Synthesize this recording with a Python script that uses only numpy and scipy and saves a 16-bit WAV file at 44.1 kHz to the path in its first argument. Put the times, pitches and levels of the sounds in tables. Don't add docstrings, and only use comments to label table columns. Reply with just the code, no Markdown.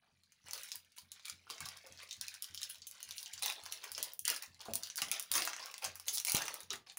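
import sys
import numpy as np
from scipy import signal
from scipy.fft import rfft, irfft, next_fast_len
from scipy.io import wavfile
from scipy.ndimage import uniform_filter1d

SR = 44100
rng = np.random.default_rng(int(sys.argv[2]) if len(sys.argv) > 2 else 0)


def master_out(mix):
    frames = np.transpose(np.atleast_2d(mix))
    ceiling = np.clip(frames, -1, 1)
    pcm = np.round(ceiling * 32767).astype(np.int16)
    wavfile.write(sys.argv[1], SR, pcm)


N = 308170

# frequency in Hz, relative spectral density in dB.
HISS_SPECTRUM = [(25, 16), (90, 25), (200, 29), (500, 1), (2000, -14), (6000, -27), (8000, -6), (11000, -1),
                 (13000, -26), (16000, -11)]
# frequency in Hz, time to fall 60 dB (T60) in seconds.
ROOM_T60 = [(90, 0.53), (300, 0.36), (1500, 0.2), (5000, 0.18), (10000, 0.15), (16000, 0.17)]
# frequency in Hz, relative level in dB.
STEEL_MODES = [(309, 17), (668, -1), (841, -3), (1183, 16.5), (1614, 16), (2150, -9), (2530, -30),
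               (2874, -17), (3903, -50), (4854, 16), (5259, -10), (5998, 9), (9462, -1), (14555, 0),
               (14869, -17), (15339, -14)]
# start in seconds, level in dB.
THUDS = [(0.122, -65.5), (0.441, -60), (0.749, -65.5), (1.022, -63), (1.317, -58), (1.601, -53),
         (1.9, -55.5), (2.173, -59), (2.498, -55.5), (2.781, -63.5), (3.065, -61.5), (3.335, -60),
         (3.623, -60), (3.908, -62), (4.211, -61.5), (4.477, -55.5), (5.305, -56.5), (5.851, -51),
         (6.139, -61.5), (6.629, -58)]
# frequency in Hz, level in dB, T60 in seconds, echo gain in dB.
CLUNK_MODES = [(97, -55, 0.22, 6), (233, -44, .056, -1), (588, -31.5, 0.02, -1.5), (669, -39, .09, -2.5)]
# start in seconds, level in dB, pitch in Hz, T60 in seconds,
# echo gain in dB.
BUMPS = [(.745, -52.5, 980, 0.059, -10), (.983, -52.5, 995, .065, -12), (1.469, -53, 1370, .029, 7),
         (1.5, -44, 1127, .054, 0), (1.51, -60.5, 480, 0.025, 12), (1.625, -55.5, 149, 0.039, 6),
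         (1.663, -40, 1140, 0.037, -12), (1.846, -56.5, 536, 0.14, 2.5), (3.435, -49, 545, .043, -9),
         (3.98, -45, 627, 0.039, 1.5), (5.02, -49, 223, .04, 7), (5.355, -52.5, 345, 0.062, 12),
         (6.3461, -14.5, 192, 0.0073, -16), (6.737, -51.5, 178, 0.015, 8)]
# start in seconds, length in seconds, level in dB.
RUBS = [(5.346, 0.037, -34), (5.813, 0.036, -52), (6.123, 0.054, -36)]
# time in seconds, drive of the creases in dB.
HANDLING = [(0, -77), (.42, -70.5), (.6, -71), (.9, -70), (1.43, -64.5), (1.6, -57.5), (2.35, -59.5),
            (2.79, -66), (3.1, -55), (3.6, -56), (4.1, -56), (4.17, -82), (4.56, -65.5), (4.85, -61),
            (5.6, -53), (5.93, -63), (6.55, -55), (6.83, -80)]
# start in seconds, length in seconds, drive of the creases in dB,
# then the drives of wide folds and of tiny wrinkles in dB relative to it.
SQUEEZES = [(.01, 0.069, -84, 16, -9), (0.451, 0.15, -53, -6, -6), (0.54, 0.21, -49.5, -20, -1.5),
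            (0.96, 0.02, -57, -16, 4), (1.132, 0.041, -58.5, -16, -24), (1.241, 0.066, -46.5, -17, -21),
            (1.489, 0.066, -49.5, -8.5, -8), (1.601, .14, -52, -0.5, -21), (1.834, 0.043, -70.5, 17, -24),
            (1.975, .06, -52, -8, -29), (2.206, 0.16, -53.5, -39, -14), (2.421, 0.07, -58.5, -13, -5),
            (2.595, 0.06, -47.5, -27.5, -11), (2.69, 0.011, -45.5, -26, 4.5), (2.922, 0.062, -60, -6, -11),
            (3.154, 0.054, -56.5, -41, 9), (3.417, 0.092, -35, -8, -6), (3.553, 0.16, -56.5, 0, -27),
            (3.709, .04, -49.5, -9, -2), (3.81, .08, -52, -3, -15), (3.956, 0.14, -50.5, -2.5, -8),
            (4.243, 0.027, -42.5, -19, -10), (4.273, 0.075, -38, -3.5, -9), (4.409, 0.027, -49.5, -15, -20),
            (4.59, 0.036, -50, -4.5, -18), (4.646, 0.059, -56.5, 6, -5), (4.742, 0.048, -56.5, 4, -13),
            (4.838, 0.044, -60, -19, 4.5), (4.975, 0.12, -47, -2, -5), (5.113, 0.055, -39, -5, -13),
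            (5.316, 0.018, -39.5, -4, 4), (5.34, 0.059, -33.5, -4.5, -2), (5.415, 0.09, -46.5, 3.5, -19),
            (5.577, 0.099, -46.5, -1.5, -15), (5.816, 0.05, -39.5, -6, -23),
            (6.063, 0.062, -49.5, -3.5, 7.5), (6.264, 0.094, -44, -2.5, 9), (6.342, 0.048, -37.5, -2.5, -7),
            (6.401, 0.12, -45, 0.5, -15), (6.527, 0.073, -59, 8, -4), (6.698, 0.036, -42.5, 0, -14),
            (6.86, 0.044, -53, -3.5, -16)]
# start in seconds, level in dB, ring frequency in Hz,
# then the offsets of the hollow part and of the bright part in dB.
BIG_SNAPS = [(.321, -57.5, 6140, -2, -5), (0.51, -38.5, 5900, -8, -7), (0.5337, -34.5, 4570, -5.5, -2),
             (0.578, -43, 4060, -2, -8), (.6338, -44.5, 5900, -19, 3.5), (0.7179, -34, 4930, -12, -9),
             (0.7565, -45.5, 4800, -4.5, 8), (0.984, -45, 4670, -15, -1.5), (1.1177, -41, 6650, -18, -3),
             (1.2548, -40.5, 4400, -7, -3.5), (1.2982, -37, 4750, -13, -3), (1.501, -37.5, 4670, -5, -9),
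             (1.6053, -38.5, 2220, 2, -2.5), (1.6596, -40.5, 3940, 0, -8), (1.6875, -39, 4840, -9, -4.5),
             (1.772, -50, 5030, 2, -1), (2.0024, -48.5, 4200, 5, -17), (2.0315, -49, 2340, 2, -1),
             (2.1102, -35.5, 3800, -27, -18), (2.128, -38, 6350, -25, -12),
             (2.2121, -33, 5500, -15.5, -4.5), (2.2824, -33, 2500, -36, -8.5),
             (2.3497, -46.5, 5060, -9, -11), (2.4233, -39.5, 5060, -27, 6), (2.4432, -39.5, 4850, -24, -8),
             (2.5463, -39, 5200, -11, -4.5), (2.5758, -36, 4900, -20, -18), (2.6169, -37.5, 3750, -24, -7),
             (2.631, -32.5, 5130, -28, -5), (2.699, -46.5, 2928, -23, 4), (2.819, -45, 4600, -22, -26),
             (2.8695, -43.5, 6250, -25, 3), (2.9124, -45.5, 7040, -18, 3.5), (3.0291, -40, 6330, -30, -1),
             (3.1093, -35, 3770, -12, -8), (3.1814, -35, 5660, -26, -12), (3.2297, -40.5, 5050, -25, -2.5),
             (3.26, -37, 3060, -28, -27), (3.3354, -36, 7000, -23, -9.5), (3.3785, -41.5, 4930, -4.5, -20),
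             (3.4239, -30, 2440, -8, -6), (3.433, -38.5, 5300, -1, 5), (3.46, -30, 6070, -1, 0.5),
             (3.5, -34.5, 4800, 6.5, -5), (3.6622, -40, 4660, 5.5, -5), (3.7237, -34, 5760, -11, -2),
             (3.8336, -46, 2500, 0.5, -21), (3.8416, -42, 6100, 8, -1), (3.918, -43, 4850, -25, 5.5),
             (3.9496, -36.5, 5200, -18, -29), (3.9795, -32, 3040, -2.5, -9), (4.0283, -33, 5100, -23, 7),
             (4.1352, -57.5, 4800, -16, 17.5), (4.193, -42, 6000, -30, 9), (4.2528, -28.5, 3000, -28, -2.5),
             (4.279, -26.5, 4640, -6, -1), (4.283, -37.5, 5540, 5, -15), (4.301, -30, 5240, -3, 2.5),
             (4.363, -37, 4970, -0.5, -2), (4.4241, -43, 5700, 2, 3.5), (4.4345, -47.5, 2230, 9.5, -9),
             (4.606, -43, 3070, -22, -21), (4.736, -33.5, 5900, -9, 0.5), (4.7553, -35, 5250, -12, 9),
             (4.834, -33.5, 4730, -15, -6.5), (4.872, -44, 4660, -6, -5), (4.9004, -37, 5970, -12, -18),
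             (4.958, -42, 4900, -25, 3), (4.971, -44, 5460, -10, 8), (4.9787, -32, 4400, -7, -12),
             (4.9864, -42.5, 2300, 11.5, 1), (5.0188, -22.5, 3010, -3, -12), (5.1151, -24, 2330, -21, -4),
             (5.197, -35.5, 5680, -6, 3.5), (5.2258, -48, 5460, -14, 9.5), (5.3162, -29, 4660, -6, 4),
             (5.3389, -29.5, 5330, -5, -1), (5.3539, -25, 6030, -3.5, -11), (5.3798, -26.5, 6600, 0, -15),
             (5.4214, -28.5, 4700, -8, -8), (5.4515, -34.5, 4250, -5, 1), (5.4751, -28, 2560, 4.5, -13),
             (5.5326, -36, 5960, 4.5, -17), (5.5647, -38, 6200, 1.5, -12), (5.7412, -39, 4730, 1, -12),
             (5.7806, -41, 3530, -6, -4), (5.8435, -34.5, 4940, -4, 0), (5.8489, -30.5, 6200, -6.5, -7),
             (5.9556, -46.5, 5900, 0.5, 4), (5.9986, -44, 5300, -1.5, 1), (6.0825, -26, 6380, -10.5, -6.5),
             (6.1735, -31, 5590, -11, -8), (6.1817, -29.5, 5600, -15, -3), (6.2, -34, 5800, -9, -1),
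             (6.2494, -33.5, 5000, -3.5, 5), (6.2699, -32, 6130, -6, -4), (6.2819, -29, 2280, -5, -9),
             (6.2973, -31, 4630, -14, 1), (6.3198, -29, 5960, -9, 4.5), (6.3487, -27.5, 5900, -2.5, 2.5),
             (6.3677, -27.5, 5540, -3, 0), (6.4202, -32.5, 6200, -7, -6), (6.4814, -32.5, 5630, 5, -7),
             (6.542, -41, 5620, -1, 6.5), (6.605, -47, 4260, 0, 3.5), (6.7052, -30.5, 3770, -28, -21),
             (6.736, -40.5, 3450, 8.5, -18), (6.8986, -42.5, 3600, -18, -31), (6.9717, -44, 6450, 5, 7)]
# frequency in Hz, gain in dB.
MIC_RESPONSE = [(20, -2.5), (70, -6), (3000, -3), (6300, -1.5), (8200, -6.5), (9600, 3.5), (11000, 0),
                (12500, -8.5), (13800, -7), (14700, 3), (15600, 3.5), (16100, -8), (16400, -27)]


def amp(db):
    return 10 ** (np.asarray(db) / 20)


def unit(x):
    return x / np.sqrt(np.mean(x ** 2) + 1e-20)


def along(points, hz):
    f, v = np.transpose(points)
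    return np.interp(np.log(hz + 1), np.log(f + 1), v)


def seconds(length):
    return np.arange(int(length * SR)) / SR


def add(track, s, sound):
    start = max(round(s * SR), 0)
    track[start:start + len(sound)] += sound[:max(N - start, 0)]


def filtered(x, response):
    m = next_fast_len(len(x) + 8192)
    return irfft(rfft(x, m) * response(np.fft.rfftfreq(m, 1 / SR)), m)[:len(x)]


def band(x, edges_hz, order=3):
    edges_hz = np.minimum(edges_hz, SR / 2 - 100)
    return signal.sosfilt(signal.butter(order, edges_hz, "band", fs=SR, output="sos"), x)


def hiss(level_db=-83):
    return amp(level_db) * unit(filtered(rng.standard_normal(N), lambda hz: amp(along(HISS_SPECTRUM, hz))))


def thuds(boom_hz=88, boom_t60=0.69, puff_t60=0.43, rise_s=0.004):
    t, out = seconds(.5), np.zeros(N)
    for s, db in THUDS:
        boom = amp(-2 - 60 * t / boom_t60) * np.sin(2 * np.pi * boom_hz * t)
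        puff = amp(-7 - 60 * t / puff_t60) * unit(band(rng.standard_normal(len(t)), (75, 220), order=2))
        add(out, s, amp(db) * (boom + puff) * (1 - np.exp(-t / rise_s)))
    return out


def kitchen_echo(x, early_db=3, early_t60=0.013, steel_db=-20, steel_t60=.33, treble_db=-4):
    echo, t = np.zeros(N), seconds(0.54)
    modes = np.array([amp(db - 60 * t / steel_t60) * np.exp(2j * np.pi * f * t) for f, db in STEEL_MODES])
    block = SR // 5
    for start in range(0, N, block):
        hz, when, spectrum = signal.stft(rng.standard_normal(len(t)), SR, nperseg=256)
        absorbed_db = along([(4000, 0), (10000, treble_db)], hz)[:, None]
        decay_db = 60 * when / along(ROOM_T60, hz)[:, None]
        tail = signal.istft(spectrum * amp(absorbed_db - decay_db), SR, nperseg=256)[1][:len(t)]
        tail *= (1 + amp(early_db - 60 * t / early_t60)) * (1 - np.exp(-t / 0.00013))
        pans = (np.exp(2j * np.pi * rng.random(len(modes))) @ modes).imag
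        response = tail / np.linalg.norm(tail) + amp(steel_db) * pans / np.linalg.norm(pans)
        add(echo, start / SR, signal.fftconvolve(x[start:start + block], response))
    return echo


def knocks(clunk_s=4.685):
    t, direct, to_room = seconds(0.14), np.zeros(N), np.zeros(N)
    clunk = [(clunk_s, db, hz, t60, echo_db) for hz, db, t60, echo_db in CLUNK_MODES]
    for s, db, hz, t60, echo_db in list(BUMPS) + clunk:
        knock = amp(db - 60 * t / t60) * np.sin(2 * np.pi * hz * t)
        add(direct, s, knock)
        add(to_room, s, amp(echo_db) * knock)
    return band(direct + kitchen_echo(to_room), (70, 6000), order=2)


def rubs(swish_hz=(4200, 16500)):
    out = np.zeros(N)
    for s, length, db in RUBS:
        t = seconds(length)
        swish = unit(band(rng.standard_normal(len(t)), swish_hz, order=2))
        add(out, s, amp(db) * np.sin(np.pi * t / length) * swish)
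    return out


def hand_drive(attack_s=.012, sag_db_per_s=33.5, release_db_per_s=345):
    handling_db = np.interp(np.arange(N) / SR, *np.transpose(HANDLING))
    drives = np.outer(amp([-11, 0, -12]), amp(handling_db))
    for s, length, db, fold_db, wrinkle_db in SQUEEZES:
        age = seconds(length + .2)
        eased_db = sag_db_per_s * age + release_db_per_s * np.maximum(age - length, 0)
        envelope = np.minimum(age / attack_s, 1) * amp(db - eased_db)
        for drive, offset_db in zip(drives, (fold_db, 0, wrinkle_db)):
            add(drive, s, amp(offset_db) * envelope)
    return drives


def ticks(per_s, pitch_hz, octaves, decay_cycles=3):
    t = seconds(5 * decay_cycles / pitch_hz)
    draw = rng.random((int(per_s * N / SR), 4))
    start = (draw[:, :1] * N).astype(int)
    hz = np.minimum(pitch_hz * 2 ** (octaves * (draw[:, 1:2] + draw[:, 2:3] - 1)), SR / 2)
    size_db = 5 * np.minimum(-np.log(1 - draw[:, 3:]), 2.8)
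    rings = amp(size_db) * np.sqrt(hz) * np.sin(2 * np.pi * hz * t) * np.exp(-hz * t / decay_cycles)
    samples = start + np.arange(len(t))
    return unit(np.bincount(samples.ravel(), rings.ravel())[:N])


def flexing(x, depth_db=2.8):
    spectrum = signal.stft(x, nperseg=512)[2]
    swell = uniform_filter1d(rng.standard_normal(spectrum.shape), size=3, axis=0)
    swell = uniform_filter1d(swell, size=10, axis=1)
    return signal.istft(spectrum * unit(amp(depth_db * unit(swell))), nperseg=512)[1][:N]


def crinkle(fold_drive, crease_drive, wrinkle_drive):
    folds = unit(band(ticks(per_s=750, pitch_hz=935, octaves=1.382), (290, 1900), order=2))
    creases = unit(band(ticks(per_s=1700, pitch_hz=3644, octaves=1.69), (1300, 8000)))
    wrinkles = unit(band(ticks(per_s=2000, pitch_hz=10800, octaves=1.0), (7500, 16500)))
    return flexing(amp(-7) * fold_drive * folds
                   + amp(-5) * crease_drive * creases
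                   + amp(-7) * wrinkle_drive * wrinkles)


def small_snap_rows(crease_drive, tries_per_s=16, threshold_db=-62.5, ceiling_db=-41, typical_hz=5260):
    count = int(tries_per_s * N / SR)
    jitter, size, pitch, hollow, bright = rng.standard_normal((count, 5)).T
    when = np.clip((np.arange(count) + .5 + .5 * jitter) / count, 0, 1) * (N - 1) / SR
    drive_db = 20 * np.log10(crease_drive[(when * SR).astype(int)])
    db = np.minimum(drive_db + 6 + 3 * size, ceiling_db)
    ring_hz = typical_hz * 2 ** (0.45 * pitch)
    rows = np.column_stack([when, db, ring_hz, -8 + 5 * hollow, -8 + 5 * bright])
    return rows[db > threshold_db]


def snaps(rows, crack_t60=0.0022, flutter_db=-20, flutter_t60=0.11, ring_width=0.078):
    hollow_hz, crease_hz, bright_hz = (875, 2670), (2780, 7630), (7920, 15340)
    t, out = seconds(.05), np.zeros(N)
    when, db, ring_hz, hollow_db, bright_db = np.transpose(rows)
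    envelope = amp(-60 * t / crack_t60) + amp(flutter_db - 60 * t / flutter_t60)
    bursts = rng.standard_normal((len(when), len(t))) * envelope
    ring_edges = np.outer(ring_hz, (1 - ring_width / 2, 1 + ring_width / 2))
    rings = np.array([band(burst, edges, order=1) for burst, edges in zip(bursts, ring_edges)])
    parts = [(band(bursts, hollow_hz, order=2), db + hollow_db - 8),
             (band(bursts, crease_hz, order=4), db - 6),
             (band(rings, crease_hz, order=1), db - 8),
             (band(bursts, bright_hz, order=4), db + bright_db - 3)]
    attack = int(.003 * SR)
    sounds = sum(part * (amp(level) / part[:, :attack].std(axis=1))[:, None] for part, level in parts)
    for s, sound in zip(when, sounds):
        add(out, s, sound)
    return out


def scene(snap_echo_db=-5.5, rustle_echo_db=-6):
    fold_drive, crease_drive, wrinkle_drive = hand_drive()
    rustle = crinkle(fold_drive, crease_drive, wrinkle_drive) + rubs()
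    cracks = snaps(np.vstack([BIG_SNAPS, small_snap_rows(crease_drive)]))
    echo = kitchen_echo(amp(snap_echo_db) * cracks + amp(rustle_echo_db) * rustle)
    return (hiss() + knocks() + thuds() + echo + rustle + cracks)[None]


def record(dry, limit_hz=16900):
    return filtered(dry[0], lambda hz: amp(along(MIC_RESPONSE, hz)) * (hz < limit_hz))[None]


dry = scene()
out = record(dry)
master_out(out)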